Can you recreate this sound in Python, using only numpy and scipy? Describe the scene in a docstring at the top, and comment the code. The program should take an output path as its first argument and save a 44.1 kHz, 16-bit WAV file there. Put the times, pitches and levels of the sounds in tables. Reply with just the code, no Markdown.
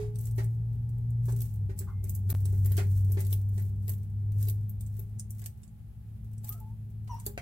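"""A lizard's crunching meal

A bearded dragon chews a cockroach in a glass tank, close by. Sharp cracks amid random grains make the
shell snap and crackle; damped modes make heavy bites knock dully; gliding tones squeak in the wet mouth.
Decaying random echoes give the tank its short bright ring. A small motor hums nearby at a wandering
speed, as sines over filtered noise, with faint room air and a thin fan whine."""
import sys
import numpy as np
from scipy import signal
from scipy.fft import rfft, irfft
from scipy.io import wavfile
from scipy.ndimage import uniform_filter1d

SR = 44100
rng = np.random.default_rng(int(sys.argv[2]) if len(sys.argv) > 2 else 0)


def generate_wav(signal):
    """Clip the signal to [-1, 1] and save it as 16-bit WAV at the path in sys.argv[1]."""
    frames = np.transpose(np.atleast_2d(signal))
    scaled = np.clip(frames, -1, 1) * 32767
    pcm = np.round(scaled).astype(np.int16)
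    wavfile.write(sys.argv[1], SR, pcm)


N = 326781
T = np.arange(N) / SR


def undb(db):
    """Logarithmic level: decibels to amplitude gain."""
    return 10 ** (np.asarray(db) / 20)


def unit(x):
    """Power normalisation: scale to rms 1."""
    return x / np.sqrt(np.mean(x ** 2))


def burst(x, db):
    """Energy normalisation: scale a short sound to the energy of 5 ms at this rms level."""
    return x * undb(db) * np.sqrt(.005 * SR / np.sum(x ** 2))


def curves(rows):
    """Linear interpolation: every column of a table, joined by straight lines in time."""
    s, *columns = np.transpose(rows)
    return [np.interp(T, s, column) for column in columns]


def add(out, s, x, pan_db=0):
    """Superposition: mix a sound into both channels at time s; pan_db is left minus right."""
    i = max(int(s * SR), 0)
    x = x[..., :N - i]
    out[:, i:i + x.shape[-1]] += x * undb(np.array([[pan_db], [-pan_db]]) / 2)


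def colour(x, points, size=1024):
    """Minimum-phase filtering: a causal response of given (hz, db) magnitude, by folding the cepstrum."""
    hz, db = np.transpose(points)
    f = np.maximum(np.arange(size // 2 + 1) * SR / size, 1)
    magnitude = undb(np.interp(np.log(f), np.log(hz), db))
    cepstrum = irfft(np.log(magnitude))
    cepstrum[1:size // 2] *= 2
    cepstrum[size // 2 + 1:] = 0
    impulse_response = irfft(np.exp(rfft(cepstrum)))
    return signal.fftconvolve(x, impulse_response)[:len(x)]


def resonance(x, hz, q):
    """Second-order resonance: one band-pass peak."""
    b, a = signal.iirpeak(min(hz, SR / 2.5), max(q, 1), SR)
    return signal.lfilter(b, a, x)


def walk(rate):
    """Slow random modulation: held random values, smoothed, with a spread near 1."""
    k = int(SR / rate)
    held = np.repeat(rng.standard_normal(N // k + 1), k)[:N]
    return uniform_filter1d(held, k)


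def grains(size, rate, spread_db):
    """Random point process: sparse impulses, their gain spread_db times a capped exponential draw."""
    keep, strength, sign = rng.random(size), rng.exponential(size=size), rng.standard_normal(size)
    gain = undb(spread_db * np.minimum(strength, 4))
    return (keep < rate / SR) * gain * np.sign(sign)


def tank(x, short_db=0, long_db=-5, short_t60=0.11, long_t60=0.23, lag_s=.00036):
    """Reverberation: glass and stone return two decaying sprays; direct sound lags to the left by up to lag_s."""
    t, out = T[:8192], []
    treble = signal.butter(2, 600, "high", fs=SR, output="sos")
    for lag in (int(lag_s * SR * rng.uniform(.5, 1)), 0):
        short = grains(len(t), rate=7600, spread_db=3.5) * undb(-60 * t / short_t60)
        long = grains(len(t), rate=8900, spread_db=1.0) * undb(-60 * t / long_t60)
        echoes = undb(short_db) * short / np.linalg.norm(short) + undb(long_db) * long / np.linalg.norm(long)
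        echoes = signal.sosfilt(treble, echoes * (t > .0004))
        echoes[lag] = 1  # direct sound
        out.append(signal.fftconvolve(x, echoes))
    return np.array(out)


def motor():
    """Periodic rotation: a hum, its octave and weak half-order shaft lines, with casing noise and low rumble."""
    # motor speed: start_s, pitch_hz
    hum_pitch = [(0, 111.3), (0.5, 114), (0.9, 116.5), (1.3, 117.7), (1.42, 114.9), (1.55, 105.3),
                 (1.68, 97.6), (3.15, 97.1), (3.5, 99.6), (3.9, 99.9), (4.4, 102.4), (5.3, 105),
                 (6.2, 107.8), (6.9, 107.9), (7.4, 104.7)]
    # motor loudness: start_s, level_db
    hum_loudness = [(0, -36), (0.47, -28.5), (0.84, -31.5), (1.41, -28), (1.5, -39.5), (1.63, -28.5),
                    (1.74, -40), (2.25, -29), (2.7, -25), (3.62, -28.5), (4.12, -36), (4.38, -25),
                    (4.62, -33.5), (5.45, -42), (5.68, -58), (6.15, -41), (7.15, -40), (7.41, -49.5)]
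    # the hum's octave and the rumble: start_s, octave_db, rumble_db
    octave_rumble = [(0, -65.5, -40.5), (1.3, -54.5, -41), (2.1, -59.5, -38.5), (2.7, -53, -37.5),
                     (3.6, -52, -41), (4.5, -55.5, -41), (5.15, -53, -44.5), (5.7, -63.5, -47),
                     (7.1, -57, -44)]
    # spectrum of the low rumble: pitch_hz, level_db
    rumble_colour = [(20, -16), (35, -11.5), (55, 6), (75, 2.5), (110, 1), (165, -6.5), (230, -20.5),
                     (300, -28), (500, -46), (2000, -71)]
    # spectrum of the casing's murmur: pitch_hz, level_db
    casing_colour = [(100, -8.5), (250, -0.5), (320, -4), (410, 2), (500, -12.5), (800, -19.5),
                     (1200, -35.5), (4000, -41.5)]
    (hz,), (hum_db,) = curves(hum_pitch), curves(hum_loudness)
    octave_db, rumble_db = curves(octave_rumble)
    phase = 2 * np.pi * np.cumsum(hz) / SR
    hum = undb(hum_db + 1.2 * walk(16)) * np.sin(phase)
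    octave = undb(octave_db + 3.3 * walk(8)) * np.sin(2 * phase)
    shaft = undb(-26.5) * np.sin(phase / 2) + undb(-29.5) * np.sin(1.5 * phase)
    shaft = shaft * undb(hum_db + 3.0 * walk(5.5))
    mid, side = (unit(colour(rng.standard_normal(N), rumble_colour, size=8192)) for _ in range(2))
    casing = unit(colour(rng.standard_normal(N), casing_colour, size=4096))
    casing = undb(0.75 * hum_db - 41.5) * casing  # follows the hum's loudness
    centre = np.sqrt(2) * (hum + octave + shaft) + undb(rumble_db) * mid + casing
    width = undb(rumble_db - 12.0) * side * np.array([[1], [-1]])  # opposite sign in each channel
    return centre * undb(np.array([[.5], [-.5]])) + width


def air():
    """Broadband noise and a pure tone: faint room air with a slightly wavering fan whine that slowly fades."""
    # spectrum of the room air: pitch_hz, level_db
    air_colour = [(100, 9.5), (400, 8), (600, 1.5), (780, 7), (930, -1.5), (1400, -2.5), (3000, -6.5),
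                  (6000, -13), (10000, -7), (12500, -4.5), (16000, -9)]
    left, right = (unit(colour(rng.standard_normal(N), air_colour, size=4096)) for _ in range(2))
    whine_phase = 2 * np.pi * np.cumsum(840 + 3 * walk(25)) / SR
    whine = undb(-72 - 2 * T + 2 * walk(20)) * np.sin(whine_phase)  # fades 2 dB per second
    return undb(-69 + .7 * walk(27)) * np.array([left, right]) + whine


def opening_ring():
    """Free damped oscillation: a low ring dies away exponentially from the start."""
    out = np.zeros((2, N))
    ring = undb(-32.0 - 60 * T / 0.46) * np.sin(2 * np.pi * 419 * T)
    add(out, 0, ring, pan_db=-6.0)
    return out


def wet_rubs():
    """Frictional noise: wet surfaces rub in the mouth as dense random grains that decay."""
    # rubs: start_s, level_db (before the decay), decay_s
    rub_table = [(0, -53.5, 0.039), (6.437, -67, 0.081), (6.52, -68.5, 0.036), (7.075, -57, 0.012),
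                 (7.121, -67.5, 0.15)]
    # spectrum of the rubbing: pitch_hz, level_db
    rub_colour = [(300, -39), (650, 10), (1000, 9.5), (1500, 4.5), (2400, 2), (4000, -4), (6000, -3),
                  (9000, -3.5), (16000, -11)]
    out, t = np.zeros((2, N)), T[:12288]
    for s, db, decay in rub_table:
        rub = unit(colour(grains(len(t), rate=1800, spread_db=-7.5), rub_colour))
        add(out, s, tank(undb(db) * rub * np.exp(-t / decay)))
    return out


def crumble():
    """Fracture noise under load: jaw pressure scales grit and larger fragments; faint ticks go on between."""
    # jaw presses: start_s, swell_s, level_db
    chew_table = [(0.13, 0.11, -55), (0.35, 0.033, -56.5), (1.22, 0.079, -49), (1.37, 0.098, -58),
                  (1.758, 0.022, -58.5), (2.02, 0.088, -55), (2.25, 0.068, -52.5), (2.38, 0.21, -56),
                  (2.58, .2, -49.5), (2.84, 0.14, -57), (3.05, 0.16, -53.5), (3.24, 0.084, -52.5),
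                  (3.47, 0.12, -55.5), (3.78, 0.12, -58.5), (4.33, 0.11, -51), (4.78, 0.049, -63),
                  (4.9, 0.11, -62.5), (5.33, 0.051, -63), (6.41, 0.08, -53.5), (7.07, 0.059, -65),
                  (7.18, 0.086, -61)]
    # spectrum of crumbling shell: pitch_hz, level_db
    crumble_colour = [(400, -19), (1500, -11), (3500, -14), (6000, -6.5), (8000, -1.5), (10000, -3.5),
                      (12500, 0), (15500, -0.5)]
    release_s, grit_db, fragment_db, tick_db = 0.064, -2, -6, -88
    pressure = np.zeros(N)
    for s, swell, db in chew_table:
        rise = np.clip((T - s) / swell, 0, 1)
        letting_go = np.exp(-np.maximum(T - s - swell, 0) / release_s)
        pressure += undb(db) * rise * letting_go
    pressure = pressure * undb(2.8 * walk(45))

    def debris(rate, spread_db):
        """Filtered point process: shell grains at rms 1."""
        return unit(colour(grains(N, rate, spread_db), crumble_colour))

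    grit = np.array([debris(rate=5800, spread_db=-0.9) for _ in range(2)])
    fragments = undb(fragment_db) * pressure * debris(rate=55, spread_db=4.5)
    ticks = undb(tick_db) * debris(rate=4, spread_db=-3.0)
    echoed = tank(fragments + ticks, short_db=4.5, short_t60=0.085)[:, :N]
    return undb(grit_db) * pressure * grit + echoed


def snaps():
    """Impulse excitation: each snap is a sharp crack amid a brief spray of grains, coloured by a random resonance."""
    # loud shell snaps: start_s, hollow_body_db, plate_ring_db, bright_splinter_db, left_minus_right_db
    snap_table = [(0.157, -63, -54.5, -59, -1), (0.187, -69, -54, -51, 0), (0.21, -76, -57.5, -50, 1),
                  (0.255, -69.5, -52.5, -54, -5), (0.311, -75.5, -59, -58, -2), (0.36, -90, -75, -55, 1),
                  (0.443, -79.5, -57.5, -55, -7), (0.891, -80.5, -67.5, -66, -2),
                  (0.982, -84, -74.5, -65.5, 1), (1.105, -84.5, -68, -65.5, -7),
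                  (1.323, -65, -53.5, -60, -6), (1.406, -58.5, -48.5, -47, -2),
                  (1.418, -57.5, -51, -40, -1), (1.54, -86, -65, -57, 0.5), (1.79, -55.5, -42, -39.5, -2),
                  (1.807, -66, -56, -60, -5), (2.041, -84, -51, -48, -3), (2.095, -63, -46.5, -39, -2),
                  (2.151, -73, -49, -42.5, -3), (2.302, -49, -46, -33, 0), (2.455, -57, -47.5, -49, -6),
                  (2.659, -58, -50.5, -39, 1), (2.72, -55.5, -52, -41, 0), (2.778, -44.5, -47.5, -50, -7),
                  (3.12, -64, -49.5, -40.5, 1), (3.249, -60, -53.5, -52, 0), (3.267, -60.5, -54, -48, -1),
                  (3.328, -47, -45.5, -34.5, 0.5), (3.489, -80, -68, -60, -2.5),
                  (3.58, -62.5, -57, -71, -5), (3.622, -70.5, -76.5, -51.5, 2), (3.88, -59, -54, -44, 4),
                  (3.894, -54, -46, -35.5, -2), (3.936, -66, -59.5, -50, -1),
                  (4.32, -69.5, -66.5, -59.5, -1), (4.427, -61, -51, -42.5, 1), (4.472, -64, -57, -56, -6),
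                  (4.485, -52.5, -56, -38.5, 2), (4.498, -56, -47.5, -40.5, -1),
                  (4.695, -90, -62.5, -46, 3), (4.809, -65.5, -51.5, -51.5, -2),
                  (4.864, -82, -58.5, -71, -4), (4.994, -65.5, -60.5, -45, 2),
                  (5.196, -60.5, -41, -51, -0.5), (5.306, -70, -49.5, -48, 0), (5.418, -65, -58.5, -54, 1),
                  (5.441, -64, -57, -57, 0), (5.46, -52, -44, -41.5, -1), (5.633, -69.5, -59.5, -73, -6),
                  (5.678, -79, -67.5, -78, -8), (6.333, -77, -67, -68, -4), (6.381, -81, -59.5, -70, -4),
                  (6.445, -60.5, -53, -46.5, 0), (6.484, -64.5, -60, -53, -10), (6.492, -61, -55, -34.5, 3),
                  (6.523, -63.5, -56, -50, -4), (6.601, -80, -67, -55.5, 2), (7.199, -66, -52, -55, -2),
                  (7.264, -47, -39, -33.5, -1)]
    # spectra of hollow body, plate ring and bright splinter: pitch_hz, level_db
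    body_colour = [(200, -14), (600, 2), (1200, -10.5), (2000, -5.5), (4500, 4), (6000, -4), (10000, -28.5)]
    plate_colour = [(1000, -46.5), (4000, -23.5), (5300, -9.5), (8000, 3.5), (10000, -2), (12000, -17.5),
                    (16000, -23)]
    splinter_colour = [(3000, -47.5), (9000, -25), (11300, 2.5), (14500, 6), (16000, -2)]
    out, t = np.zeros((2, N)), T[:2048] - T[512]  # the sharp crack is at t = 0
    # weak grains on both sides of the crack, stronger ones just after it
    around = 0.045 * np.exp(-abs(t) / 0.0097)
    after = .45 * np.exp(-abs(t) / .0011) * (t > 0)
    for s, body_db, plate_db, splinter_db, pan_db in snap_table:
        crack = grains(len(t), rate=4000, spread_db=3.5) * (around + after) + (t == 0)
        ringing = crack + .5 * resonance(crack, rng.uniform(7000, 14000), q=6)
        body = burst(colour(crack, body_colour), body_db)
        plate = burst(colour(ringing, plate_colour), plate_db)
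        splinter = burst(colour(ringing, splinter_colour), splinter_db)
        echoed = tank(body + plate + splinter, short_db=2.0, long_db=-4.0, short_t60=0.054, long_t60=.17)
        add(out, s + t[0], echoed, pan_db)
    return out


def bites():
    """Modal impact: the closing jaw excites damped modes while the insect's body collapses in a dense crush."""
    # heavy bites: start_s, knock_db, crush_db, mouth_resonance_hz
    bite_table = [(0.38, -34, -42, 1990), (1.281, -40, -48, 1000), (1.325, -40, -69, 1300),
                  (1.692, -39.5, -54.5, 1950), (1.806, -43, -57.5, 1550), (2.039, -44.5, -62.5, 2400),
                  (2.293, -43, -49, 1500), (2.451, -47, -65, 1994), (2.527, -42.5, -64, 1600),
                  (2.650, -45, -56.5, 2050), (2.709, -45.5, -54, 2010), (2.780, -30, -36.5, 2040),
                  (3.097, -43.5, -64, 2000), (3.17, -33, -45, 2110), (3.323, -45, -71, 2280),
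                  (3.575, -47, -56.5, 2000), (3.878, -49.5, -54.5, 2000), (4.475, -45, -67, 2000),
                  (4.989, -48, -70, 2000), (5.417, -62, -60.5, 2020), (6.500, -58, -69, 2000),
                  (7.264, -36.5, -55.5, 908)]
    # modes of the knock (before a small random detuning): pitch_hz, level_db, t60_s
    knock_modes = [(325.4, -3, 0.096), (380.3, -0.5, 0.13), (399.6, -1.5, 0.29), (554, -16, 0.3),
                   (828, -15.5, 0.32)]
    # spectrum of the crush: pitch_hz, level_db
    crush_colour = [(250, 1.5), (600, 1.5), (950, -2), (1250, -7), (1550, -6), (2050, -7), (2600, -12.5),
                    (3500, -14.5), (5000, -12.5), (9000, -14.5), (16000, -23)]
    out, t = np.zeros((2, N)), T[:12288]
    for s, knock_db, crush_db, mouth_hz in bite_table:
        ring = np.zeros(len(t))
        for hz, db, t60 in knock_modes:
            mode_hz = hz * (1 + 0.016 * rng.standard_normal())
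            ring += undb(db - 60 * t / t60) * np.sin(2 * np.pi * mode_hz * t)
        knock = burst(ring * (1 - np.exp(-t / 0.0016)), knock_db)
        # the low ring reaches the left side a little later
        add(out, s, np.array([np.interp(t - .0004, t, knock), knock]), pan_db=-3.5)
        collapse = (1 - np.exp(-t / 0.0013)) * np.exp(-t / 0.022)
        crush = grains(len(t), rate=3000, spread_db=-1.5) * collapse
        crush = crush + undb(4.5) * resonance(crush, mouth_hz, q=2.5)
        crush = burst(colour(crush, crush_colour), crush_db)
        add(out, s, tank(crush, short_db=4), pan_db=-2)
    return out


def squeaks():
    """Frequency modulation: thin gliding tones, roughened by random flutter, swell quickly and fade."""
    # squeaks: start_s, length_s, start_hz, middle_hz, end_hz, level_db, overtones_db
    squeak_table = [(1.865, 0.25, 2080, 2120, 2070, -73.5, -20), (6.43, 0.11, 806, 847, 780, -61, -20),
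                    (6.485, 0.12, 1180, 1286, 1380, -57.5, -20), (6.535, 0.067, 755, 670, 615, -59.5, -20),
                    (6.592, 0.157, 864, 876, 935, -55.5, -18), (7.09, .1, 1026, 915, 1000, -36, 1)]
    # overtones: multiple, level_db (added to overtones_db)
    overtone_table = [(2, -36), (3, -31), (6, -21.5)]
    peak_share, fade_db, roughness = .2, 17, .024
    out = np.zeros((2, N))
    for s, length, start_hz, middle_hz, end_hz, db, bright_db in squeak_table:
        u = np.linspace(0, 1, int(length * SR))
        hz = np.polyval(np.polyfit([0, .5, 1], [start_hz, middle_hz, end_hz], 2), u)
        flutter = roughness * (walk(1100) + .6 * walk(250))[:len(u)]
        phase = 2 * np.pi * np.cumsum(hz * (1 + flutter)) / SR
        tone = np.sin(phase)
        for multiple, overtone_db in overtone_table:
            tone = tone + undb(bright_db + overtone_db) * np.sin(multiple * phase)
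        swell = np.minimum(u / peak_share, 1) * undb(-fade_db * np.maximum(u - peak_share, 0))
        swell = swell * signal.windows.tukey(len(u), .15)
        squeak = undb(db + 2 * walk(140)[:len(u)]) * swell * tone
        add(out, s, tank(squeak, short_db=-8, long_db=-7, long_t60=.25, lag_s=0))
    return out


def squelch():
    """Cavity filtering: one soft wet squelch of tiny bursting bubbles, heard through the half-open mouth."""
    # spectrum passed by the mouth: pitch_hz, level_db
    squelch_colour = [(500, -30), (850, -8), (1080, 0), (1450, -7), (1850, -26), (2100, -14), (2300, -36)]
    out, t = np.zeros((2, N)), T[:8192]
    swell = t ** 2 * np.exp(-t / .011)
    bubbles = colour(grains(len(t), rate=1100, spread_db=0.5) * swell, squelch_colour)
    add(out, 1.866, tank(burst(bubbles, -49), short_db=-4, short_t60=.04, lag_s=0))
    return out


def dry_pops():
    """Impulse response: two small dry pops, each a single filtered impulse without echoes."""
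    # pops: start_s, level_db
    pop_table = [(2.3285, -30.5), (2.35, -41.5)]
    # spectrum of a pop: pitch_hz, level_db
    pop_colour = [(200, 6.5), (800, -2), (3000, -15.5), (16000, -30)]
    out, t = np.zeros((2, N)), T[:4096]
    for s, db in pop_table:
        add(out, s, burst(colour(1. * (t == 0), pop_colour), db))
    return out


def hard_tap():
    """Impact excitation: something hard is tapped once near the end, an impulse with a brief rattle."""
    # spectrum of the tap: pitch_hz, level_db
    tap_colour = [(100, 1), (400, -3), (800, 1), (1200, -5.5), (2500, -9.5), (4000, -21.5), (7000, -21.5),
                  (16000, -31)]
    out, t = np.zeros((2, N)), T[:4096]
    rattle = 0.11 * grains(len(t), rate=3100, spread_db=4.0) * np.exp(-t / 0.0052)
    tap = colour(rattle + (t == 0), tap_colour)
    add(out, 7.377, tank(burst(tap, -33.5)))
    return out


def scene():
    """Linear superposition: motor and air around the sounds of mouth, shell and impacts."""
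    around = motor() + air()
    mouth = wet_rubs() + crumble() + snaps() + bites() + squeaks() + squelch()
    return around + mouth + opening_ring() + dry_pops() + hard_tap()


def record(dry):
    """Gain modulation and low-pass filtering: the level dips briefly once; the top is cut."""
    dip_s, dip_length_s, dip_db, top_hz = 2.328, .013, -22, 15750
    dip = uniform_filter1d(1. * ((T > dip_s) & (T < dip_s + dip_length_s)), size=128)
    low_pass = signal.ellip(8, .2, 70, top_hz, fs=SR, output="sos")
    return signal.sosfilt(low_pass, dry * undb(dip_db * dip))


dry = scene()
out = record(dry)
generate_wav(out)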